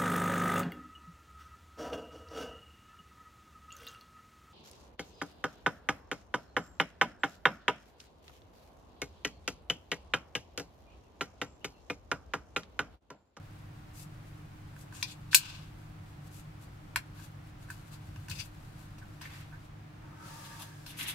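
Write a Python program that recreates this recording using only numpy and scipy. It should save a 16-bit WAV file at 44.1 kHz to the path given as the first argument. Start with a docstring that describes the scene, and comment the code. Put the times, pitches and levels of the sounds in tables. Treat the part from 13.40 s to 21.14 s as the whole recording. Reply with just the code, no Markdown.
"""A wallet with a pop-up card case

A leather wallet with a spring-loaded metal card case is handled above a table in a small, humming room.
The lever clicks, the cards pop up and are pushed back, the press stud snaps open and the flaps unfold.
Then an arm slides across the table and the hand drags some loose cards. The clicks are short blows
that make the metal ring; the rubbing and scraping are many tiny slips over a smooth hiss."""
import sys
import numpy as np
from scipy import signal
from scipy.fft import rfft, irfft
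from scipy.io import wavfile
from scipy.ndimage import uniform_filter1d

SR = 44100
rng = np.random.default_rng(int(sys.argv[2]) if len(sys.argv) > 2 else 0)


def output_pcm(signal):
    """Save a mono or channel-first signal as 16-bit PCM at the path in sys.argv[1].

    Samples are clipped to [-1, 1] before scaling.
    """
    pcm = np.clip(np.atleast_2d(signal).T, -1, 1) * 32767
    wavfile.write(sys.argv[1], SR, np.round(pcm).astype(np.int16))


N = 341334
TIME = np.arange(N) / SR

# Levels in the tables are relative: they set how strong the rows are next to one another.
# The steady hum of the room. Each row: pitch in Hz, level in dB.
HUM_TONES = [(43.1, -66.5), (102.3, -53.5), (150.7, -55), (301.5, -64), (759.0, -76)]
# The tone colour of the room's noise. Each row: frequency in Hz, level in dB.
AIR_COLOUR = [(13, -44), (22, -3.5), (53, -5.5), (92, -6), (142, -1.5), (246, -16.5), (306, -12.5),
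              (414, -22.5), (758, -20.5), (1390, -22.5), (1550, -24.5), (2330, -28), (2600, -30),
              (13100, -50), (15500, -46)]
# How alike that noise is on both sides. Each row: frequency in Hz, likeness from -1 (opposite) to 1 (same).
AIR_LIKENESS = [(60, 0.98), (150, 1), (380, 0.053), (950, -0.13), (2380, 0.079), (5980, 0.1),
                (15000, -0.81)]

# Soft thuds of the stud's leather tab, then of the hand landing on the table and pulling at the cards.
# Each row: start in seconds, length in seconds, level in dB, pitch in Hz, width in Hz.
SOFT_THUDS = [(3.557, 0.012, -48.5, 700, 220), (7.181, 0.057, -53.5, 930, 500), (7.56, .16, -58, 260, 110)]
# Skin sliding over the table. Each row: time in seconds, level of the hiss in dB.
SKIN_HISS = [(6.5, -83), (6.757, -75.5), (6.87, -58), (7.238, -58.5), (7.322, -66.5), (7.44, -66.5)]
# Hollow tones of the table, each loudest at its own point of the arm's travel.
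# Each row: pitch in Hz, width in Hz, level in dB, loudest moment in seconds, spread in seconds.
TABLE_TONES = [(326, 17, -63, 6.78, 0.12), (560, 60, -66, 6.97, 0.19), (925, 50, -61, 6.98, .2),
               (1150, 800, -58, 6.91, 0.24), (1270, 150, -57, 6.82, 0.07), (1166, 130, -65, 7.06, 0.15),
               (1520, 90, -59.5, 6.83, .05), (1630, 170, -60, 7.17, .22)]
# The open wallet, then the loose cards, are dragged over the table.
# Each row: start in seconds, length in seconds, level in dB.
TABLE_DRAGS = [(5.809, 0.031, -51), (5.893, 0.055, -54.5), (5.958, 0.065, -58), (7.518, 0.065, -56),
               (7.584, 0.12, -46)]
# The wallet, then the loose cards, rasp on the table.
# Each row: start in seconds, length in seconds, level in dB, centre in Hz, width in octaves.
TABLE_RASPS = [(5.812, .05, -50.5, 1950, .55), (7.583, 0.041, -44.5, 2700, .9),
               (7.65, 0.052, -39.5, 3200, .5)]

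# The bass, middle and treble of a rub. Each row: low edge in Hz, high edge in Hz.
RUB_BANDS = [(880, 1830), (2200, 7900), (5600, 14800)]
# Fingers and flaps rub on leather.
# Each row: start in seconds, length in seconds, level in dB, brightness in dB.
LEATHER_RUBS = [ (0.531, 0.1, -66, 12.5), (0.85, .03, -72, 5), (1.37, 0.05, -79, 19),
                (1.514, 0.099, -60, -2), (2.828, 0.047, -73.5, 7), (2.901, 0.1, -65, 7),
                (3.195, 0.044, -65, 3.5), (3.738, 0.11, -62, -1), (3.8, .05, -65, 6), (4.19, .05, -68, 2),
                (4.278, 0.06, -63.5, 4.5), (4.44, .04, -69, 4), (4.508, 0.03, -49.5, -1),
                (4.737, 0.12, -75, 0), (4.88, 0.18, -61.5, 4.5), (5.35, 0.097, -73.5, 2),
                (5.81, 0.06, -60, 0), (5.89, .12, -67, 2)]
# The fingers keep shifting their grip, more while the flaps unfold. Same columns as the rubs.
GRIP_SHIFTS = [(0, 4.1, -75, 0.5), (4.163, 2.1, -70, -0.5)]
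# The leather crackles where it is bent. Each row: start in seconds, length in seconds, level in dB.
LEATHER_BENDS = [(4.195, .06, -59), (4.31, .05, -57), (4.9, .12, -49), (5.9, .14, -54)]
# The case scrapes out of the flap and sings.
# Each row: start in seconds, length in seconds, level in dB, strength of the upper notes in dB.
CASE_SQUEAKS = [(4.902, .017, -43, -14), (4.94, 0.05, -52.5, 0), (4.984, 0.021, -40.5, -1)]
# The notes it sings, lowest first. Each row: pitch in Hz, width in Hz, level in dB.
SQUEAK_TONES = [(2630, 300, 2), (3500, 400, -5), (4580, 380, 0.5), (5030, 240, -5), (5900, 500, -11)]

# Loose cards skid over the table.
# Each row: start in seconds, length in seconds, level in dB, brightness in dB.
CARD_SKIDS = [(7.035, 0.025, -49, -2), (7.184, 0.042, -50.5, 3.5), (7.454, 0.053, -50.5, 3),
              (7.566, 0.069, -44, 7), (7.664, 0.042, -43, 10.5)]
# The broad tone colour of a skidding card. 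Each row: centre in Hz, width in Hz, level in dB.
SKID_COLOUR = [(2900, 1800, 10), (10500, 4500, 2)]
# Cards slide in the case; how far the stack sticks out sets its pitch. The last row is the soft,
# fading wash of echo after the loud snap. Each row: start in seconds, length in seconds, level in dB,
# brightness in dB, pitch in Hz, fade time in seconds.
CARD_SLIDES = [ (1.52, 0.098, -55, 5, 7000, .01), (1.655, 0.066, -48.5, -.5, 3600, .006),
               (1.705, .022, -57, 8, 6900, .005), (1.909, 0.029, -39, 3, 3900, .004),
               (1.975, 0.115, -44, -7.5, 2650, .072)]

# The ringing tones of the case with its cards, of the lever and of the press stud.
# Each row: pitch in Hz, width in Hz, level in dB.
CASE_TONES = [(1040, 90, 4), (1591, 150, 9), (1690, 200, 3.5), (2200, 250, -3.5), (2540, 300, 6.5),
              (2780, 420, 10), (3480, 450, 3.5), (3950, 240, 3.5), (4290, 200, 5), (4660, 180, 3),
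              (5660, 220, -2), (6860, 500, -1.5), (7930, 530, -2.5), (9600, 400, -12), (11450, 600, -5.5),
              (13100, 700, -7), (14900, 400, -5)]
LEVER_TONES = [(1030, 90, 5), (1600, 300, -2), (2050, 280, 3), (2470, 260, 9), (3490, 330, 1),
               (3950, 380, 10), (4720, 400, 4), (5300, 500, -4), (7140, 600, -3)]
STUD_TONES = [(1010, 110, 6), (1590, 320, 8), (2130, 300, 0), (2500, 260, 7), (4150, 600, 3),
              (7100, 900, -4), (8040, 600, -5), (10900, 1500, -6)]
# The six bands of a click, from low to high: thud, body, ring, edge, treble and top. Each row:
# low edge in Hz, high edge in Hz, chatter over blow in dB, left over right in dB.
CLICK_BANDS = [(930, 1130, -9, -0.5), (1360, 1850, -9, -0.5), (2100, 4000, 0.5, 2), (3500, 6200, 11, 4),
               (6000, 9100, 15, 3.5), (9600, 15500, 14, 6.5)]
# Knocks on the case, cushioned by leather. Each row: start in seconds, level in dB, contact in seconds.
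SOFT_KNOCKS = [(1.3635, -54, 0.0019), (1.524, -51, 0.0036), (3.793, -56, .009), (4.286, -53, 0.01),
               (5.616, -51, 0.019), (6.12, -47.5, 0.028)]
# The basic tone colour of a knock: one level in dB for each of the six bands.
KNOCK_COLOUR_DB = (-11, -1.5, -11, -13, -15, -20)
# Cards and flaps click on the case; where they hit decides which bands are strong.
# Each row: start in seconds, contact time in seconds, then a level in dB for each of the six bands.
CASE_CLICKS = [ (1.9305, 0.0022, -47.5, -33.5, -37.5, -42, -46, -56),
               (1.9457, 0.006, -34.5, -22.5, -13, -10.5, -10.5, -13.5),
               (4.3015, 0.007, -55, -41, -54, -54.5, -52.5, -57),
               (4.76, .003, -61, -58, -56, -63, -67, -72), (4.8836, 0.0031, -57, -51, -52, -53.5, -57, -62),
               (4.897, 0.0053, -59, -53, -58, -44.5, -46, -53),
               (4.911, 0.0057, -61, -50, -44, -44, -49, -56),
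               (5.582, 0.008, -72, -66, -59.5, -59.5, -63.5, -68),
               (5.813, 0.009, -55, -55, -51, -49.5, -54, -58.5),
               (7.463, 0.0041, -58.5, -55, -51, -48, -55.5, -60),
               (7.589, 0.0078, -64, -66, -49, -54, -54, -58)]
# The lever catches and the press stud pops open. One row each, with the same columns as the clicks.
LEVER_CLICK = (1.6267, 0.0034, -47, -47, -29.5, -30, -39.5, -46.5)
STUD_POP = (3.559, 0.0028, -36.5, -29.5, -29.5, -33, -37, -39.5)


def from_db(db):
    """Turn decibels into a number to multiply a sound by."""
    return 10 ** (np.asarray(db) / 20)


def unit_level(x):
    """Scale a sound so that its average power is 1."""
    return x / np.sqrt(np.mean(x ** 2) + 1e-20)


def at_hz(points, hz):
    """Read between the rows of a table, giving every octave equal room."""
    row_hz, values = np.transpose(points)
    return np.interp(np.log(hz + 1e-9), np.log(row_hz), values)


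def panned(x, pan_db):
    """Make the left side stronger than the right by pan_db."""
    return x * from_db([[pan_db / 2], [-pan_db / 2]])


def band(x, low_hz, high_hz, order):
    """Keep the sound between two frequencies; a higher order cuts more steeply."""
    edges_hz = [low_hz, min(high_hz, SR / 2 - 1000)]
    return signal.sosfilt(signal.butter(order, edges_hz, "band", fs=SR, output="sos"), x)


def drift(per_s):
    """A random curve that heads for a new value per_s times a second."""
    targets = rng.standard_normal(int(N / SR * per_s) + 2)
    return unit_level(np.interp(TIME * per_s, np.arange(len(targets)), targets))


def stereo(mid, side, likeness):
    """Mix two unrelated sounds into a left and a right that are as alike as asked."""
    likeness = np.clip(likeness, -1, 1)
    return np.sqrt(1 + likeness) * mid + np.sqrt(1 - likeness) * side * [[1], [-1]]


def stroke(start, length, attack_s, release_s):
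    """The loudness of one movement: it gathers speed, holds it, and dies away."""
    rise = np.clip((TIME - start) / attack_s, 0, 1)
    return rise * np.exp(-np.clip((TIME - start - length) / release_s, 0, 20))


def resonate(force, tones, direct_db):
    """A force makes an object ring at its own tones; some sound also comes straight from the contact."""
    out = from_db(direct_db) * force
    for hz, width, db in tones:
        decay = np.exp(-np.pi * width / SR)   # a wider tone dies sooner
        feed = np.array([1, 0, -1]) * (1 - decay * decay) / 2
        feedback = [1, -2 * decay * np.cos(2 * np.pi * hz / SR), decay * decay]
        out = out + from_db(db) * signal.lfilter(feed, feedback, force)
    return out


def friction(per_s, spread_db, smooth_db):
    """Tiny slips of uneven size over a smooth hiss, different on each side."""
    slips = (rng.random((2, N)) < per_s / SR) * rng.choice([-1, 1], (2, N))
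    sizes = from_db(spread_db * np.minimum(rng.exponential(1, (2, N)), 4))
    hiss = from_db(smooth_db) * rng.standard_normal((2, N))
    return stereo(*(unit_level(slips * sizes) + hiss), likeness=0.037)


def rubbed(grains, strokes, band_db, attack_s, release_s, top_hz=13000):
    """Shape friction noise into strokes; a bright stroke lifts the treble and thins the bass."""
    shapes = [(stroke(start, length, attack_s, release_s), db, bright)
              for start, length, db, bright in strokes]
    out = 0
    for tilt, (low, high), gain_db in zip((-1, 0, 1), RUB_BANDS, band_db):
        power = sum((from_db(db + tilt * bright) * shape) ** 2 for shape, db, bright in shapes)
        out = out + from_db(gain_db) * np.sqrt(power) * unit_level(band(grains, low, high, order=2))
    return band(out, 450, top_hz, order=1)   # slips are softer than blows, so the very top is weaker


def background(air_db=-50.5, waver_db=1.0, wander_rad=0.82, ease_s=6.72, ease_db=-5, hiss_db=-76):
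    """Room air, a wavering hum and faint microphone hiss; the deepest part eases off near the end."""
    hz = np.arange(N // 2 + 1) * SR / N
    spectrum = stereo(*rfft(rng.standard_normal((2, N))), likeness=at_hz(AIR_LIKENESS, hz))
    air = from_db(air_db) * unit_level(irfft(spectrum * from_db(at_hz(AIR_COLOUR, hz)), N))
    hum = 0
    for pitch_hz, db in HUM_TONES:
        waver = from_db(waver_db * drift(per_s=11))
        tone = np.sin(2 * np.pi * pitch_hz * TIME + wander_rad * drift(per_s=9))
        hum = hum + from_db(db - 1) * unit_level(waver * tone)
    hiss = from_db(hiss_db) * unit_level(band(rng.standard_normal((2, N)), 9500, 21000, order=1))
    deep = signal.sosfiltfilt(signal.butter(4, 120, fs=SR, output="sos"), air + hum)
    easing = from_db(ease_db * np.clip((TIME - ease_s) * 2 + .5, 0, 1))
    return air + hum + hiss + deep * (easing - 1)


def hand_bumps(level_db=-44.5):
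    """The hands bump dully as the flaps swing open: a low rumble, the same on both sides."""
    rumble = unit_level(band(rng.standard_normal(N), 66, 123, order=2))
    return from_db(level_db) * rumble * stroke(start=4.66, length=0.33, attack_s=0.039, release_s=0.039)


def soft_thuds(attack_s=0.0066, release_s=0.0096):
    """Soft things meet with a short, low puff of noise."""
    push = stereo(*rng.standard_normal((2, N)), likeness=0.7)
    out = 0
    for start, length, db, hz, width in SOFT_THUDS:
        puff = unit_level(band(push, hz - width / 2, hz + width / 2, order=2))
        out = out + from_db(db) * stroke(start, length, attack_s, release_s) * puff
    return out


def arm_slide(skin_db=3, uneven_db=2.0, catches_per_s=25, speed_up_s=0.15):
    """Skin hisses and catches on the table, whose hollow tones change as the arm travels."""
    push = stereo(*rng.standard_normal((2, N)), likeness=0.31)
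    drone = 0
    for hz, width, db, peak_s, spread_s in TABLE_TONES:
        swell = np.exp(-((TIME - peak_s) / spread_s) ** 2 / 2)
        tone = unit_level(band(push, hz - width / 2, hz + width / 2, order=2))
        drone = drone + from_db(db) * swell * tone
    drone = drone * from_db(uneven_db * drift(catches_per_s))
    times, hiss_db = np.transpose(SKIN_HISS)
    noise = stereo(*rng.standard_normal((2, N)), likeness=0)
    hiss = from_db(np.interp(TIME, times, hiss_db) + skin_db) * unit_level(band(noise, 870, 8100, order=1))
    speed = np.clip((TIME - times[0]) / speed_up_s, 0, 1)
    return speed * (drone + panned(hiss, pan_db=3.0))


def table_drags(attack_s=0.0031, release_s=0.047):
    """Flat things rub over the table top with a dull, coarse sound."""
    slips = band(friction(per_s=1400, spread_db=-1.5, smooth_db=-4), 1360, 2780, order=1)
    dull_slips = unit_level(band(slips, 180, 4000, order=1))
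    power = sum((from_db(db) * stroke(start, length, attack_s, release_s)) ** 2
                for start, length, db in TABLE_DRAGS)
    return dull_slips * np.sqrt(power)


def table_rasps(attack_s=0.011, release_s=.014, judder_db=4.0, judders_per_s=180):
    """Edges judder over the table top in a narrow, throaty band."""
    slips = friction(per_s=2100, spread_db=12.5, smooth_db=-11) * from_db(judder_db * drift(judders_per_s))
    out = 0
    for start, length, db, hz, octaves in TABLE_RASPS:
        edge_ratio = 2 ** (octaves / 2)
        rasp = unit_level(band(slips, hz / edge_ratio, hz * edge_ratio, order=3))
        out = out + from_db(db) * stroke(start, length, attack_s, release_s) * rasp
    return out


def leather_rustle(attack_s=0.04, release_s=0.0086, uneven_db=2, shifts_per_s=13):
    """Fingers and flaps rub the leather: clear, soft strokes over the faint shifting of the grip."""
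    grains = resonate(friction(per_s=1600, spread_db=8.0, smooth_db=1.5), CASE_TONES, direct_db=2.5)
    band_db = (-1, 0, 0)
    rubs = rubbed(grains, LEATHER_RUBS, band_db, attack_s, release_s)
    grip = rubbed(grains, GRIP_SHIFTS, band_db, attack_s, release_s)
    return panned(rubs + grip * from_db(uneven_db * drift(shifts_per_s)), pan_db=5.0)


def leather_crackle(ticks_per_s=170, spread_db=4.0, low_hz=1500, high_hz=5000, pitches=7):
    """Fibres of the bent leather let go one by one, each with a tiny tick at one of a few pitches."""
    sizes = from_db(spread_db * np.minimum(rng.exponential(1, N), 3)) * rng.choice([-1, 1], N)
    ticks = sizes * (rng.random(N) < ticks_per_s / SR)
    pitch_choice = rng.integers(0, pitches, N)
    crackle = sum(resonate(ticks * (pitch_choice == k) + 1e-18, [(hz, hz * .2, 0)], direct_db=-24) / hz
                  for k, hz in enumerate(np.geomspace(low_hz, high_hz, pitches)))
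    bending = sum(from_db(db) * stroke(start, length, attack_s=.012, release_s=.02)
                  for start, length, db in LEATHER_BENDS)
    return panned(unit_level(crackle) * bending, pan_db=2.5)


def case_squeaks(attack_s=0.015, release_s=0.0092, judder_db=2.5, judders_per_s=220):
    """The metal case sticks and slips against the flap, singing mostly one note at first, then several."""
    slips = friction(per_s=1100, spread_db=-1.5, smooth_db=0) * from_db(judder_db * drift(judders_per_s))
    lowest = band(resonate(slips, SQUEAK_TONES[:1], direct_db=-21), 1300, 7800, order=1)
    upper = band(resonate(slips, SQUEAK_TONES[1:], direct_db=-21), 1300, 7800, order=1)
    out = 0
    for start, length, db, upper_db in CASE_SQUEAKS:
        notes = unit_level(lowest + from_db(upper_db) * upper)
        out = out + from_db(db) * stroke(start, length, attack_s, release_s) * notes
    return panned(out, pan_db=8.0)


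def sliding_cards(attack_s=0.021, judder_db=2.0, judders_per_s=140, stack_db=-2):
    """Card edges catch and slip: on the table they only hiss, inside the case they ring case and stack."""
    slips = friction(per_s=1100, spread_db=0.5, smooth_db=-6) * from_db(judder_db * drift(judders_per_s))
    skid = resonate(slips, SKID_COLOUR, direct_db=-9)
    out = rubbed(skid, CARD_SKIDS, band_db=(-7, -.5, -4), attack_s=attack_s, release_s=0.0096)
    case = unit_level(resonate(slips, CASE_TONES, direct_db=2.5))
    for start, length, db, bright, hz, release_s in CARD_SLIDES:
        stack = unit_level(resonate(slips, [(hz, hz * .3, 0)], direct_db=-40))
        out = out + rubbed(case + from_db(stack_db) * stack, [(start, length, db, bright)],
                           band_db=(-13, 0, -4), attack_s=attack_s, release_s=release_s, top_hz=10000)
    return panned(out, pan_db=3.5)


def strike(tones, contact_s, levels_db, blow_db=0, rise_share=.3, size=8192):
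    """One blow and a brief chatter set the metal ringing; the chatter carries the treble."""
    t = TIME[:size]
    swell = (1 - np.exp(-t / (rise_share * contact_s))) * np.exp(-(t / contact_s) ** 2)
    noise = stereo(*rng.standard_normal((2, size)), likeness=0.067)
    chatter = unit_level(noise * swell) / np.sqrt(size)
    blow = from_db(blow_db) * signal.unit_impulse(size)
    out = 0
    for (low, high, chatter_db, pan_db), db in zip(CLICK_BANDS, levels_db):
        force = blow + from_db(chatter_db) * chatter + 1e-18
        ring = band(resonate(force, tones, direct_db=-12), low, high, order=3)
        # the band's power if all its energy came within 8 milliseconds
        power = np.sum(ring ** 2, axis=1, keepdims=True) / np.sum(t < .008)
        out = out + panned(from_db(db) * ring / np.sqrt(power), pan_db)
    return out


def metal_clicks(dull_db_per_s=402, soften_db_per_s=900):
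    """Lever, stud and case click sharply; knocks on the case through the leather are duller."""
    sharp = [(LEVER_TONES, LEVER_CLICK), (STUD_TONES, STUD_POP)]
    sharp += [(CASE_TONES, row) for row in CASE_CLICKS]
    hits = [(start, strike(tones, contact_s, levels_db)) for tones, (start, contact_s, *levels_db) in sharp]
    upper_bands = np.arange(len(CLICK_BANDS)) >= 2
    for start, db, contact_s in SOFT_KNOCKS:
        # a longer contact has weaker upper bands and is less of one clean blow
        levels_db = db + np.array(KNOCK_COLOUR_DB) - upper_bands * dull_db_per_s * contact_s
        hits.append((start, strike(CASE_TONES, contact_s, levels_db, blow_db=-soften_db_per_s * contact_s)))
    out = np.zeros((2, N))
    for start, hit in hits:
        first = int(start * SR)
        out[:, first:first + hit.shape[1]] += hit[:, :N - first]
    return out


def small_room(x, near_db=-3.0, near_fade_s=0.1, tail_db=-28, tail_fade_s=0.36, gap_s=0.001):
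    """Quick echoes from table, hands and wall, then a faint, duller tail."""
    t = TIME[:SR]
    near, tail = rng.standard_normal((2, 2, SR)) * (1 - np.exp(-(t / gap_s) ** 2))
    near = band(near, 1300, 16000, order=1) * from_db(-60 * t / near_fade_s)
    tail = band(tail, 1900, 4500, order=1) * from_db(-60 * t / tail_fade_s)
    echoes = (from_db(near_db) * unit_level(near) + from_db(tail_db) * unit_level(tail)) / np.sqrt(SR)
    return x + signal.fftconvolve(x, echoes, axes=1)[:, :N]


def scene():
    """Wallet, cards and arm sound in the small room, over the bumps of the hands and the hum."""
    handling = leather_rustle() + sliding_cards() + case_squeaks()
    handling = handling + table_drags() + table_rasps() + arm_slide() + soft_thuds()
    return small_room(metal_clicks() + from_db(-1) * handling) + hand_bumps() + background()


def record(dry, limit_db=-8.5, recover_db_per_s=30, cutoff_hz=15700):
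    """Turn down anything too loud and recover slowly; clip what slips past and cut the highest treble."""
    power = np.abs(uniform_filter1d(dry ** 2, size=89)).max(axis=0)
    over_db = np.maximum(10 * np.log10(power + 1e-18) - limit_db, 0)
    recovery_db = recover_db_per_s * TIME
    dip_db = np.maximum.accumulate(over_db + recovery_db) - recovery_db
    limited = np.clip(dry * from_db(-uniform_filter1d(dip_db, size=45)), -.95, .95)
    return signal.sosfilt(signal.ellip(10, .1, 80, cutoff_hz, fs=SR, output="sos"), limited)


dry = scene()
out = record(dry)
output_pcm(out)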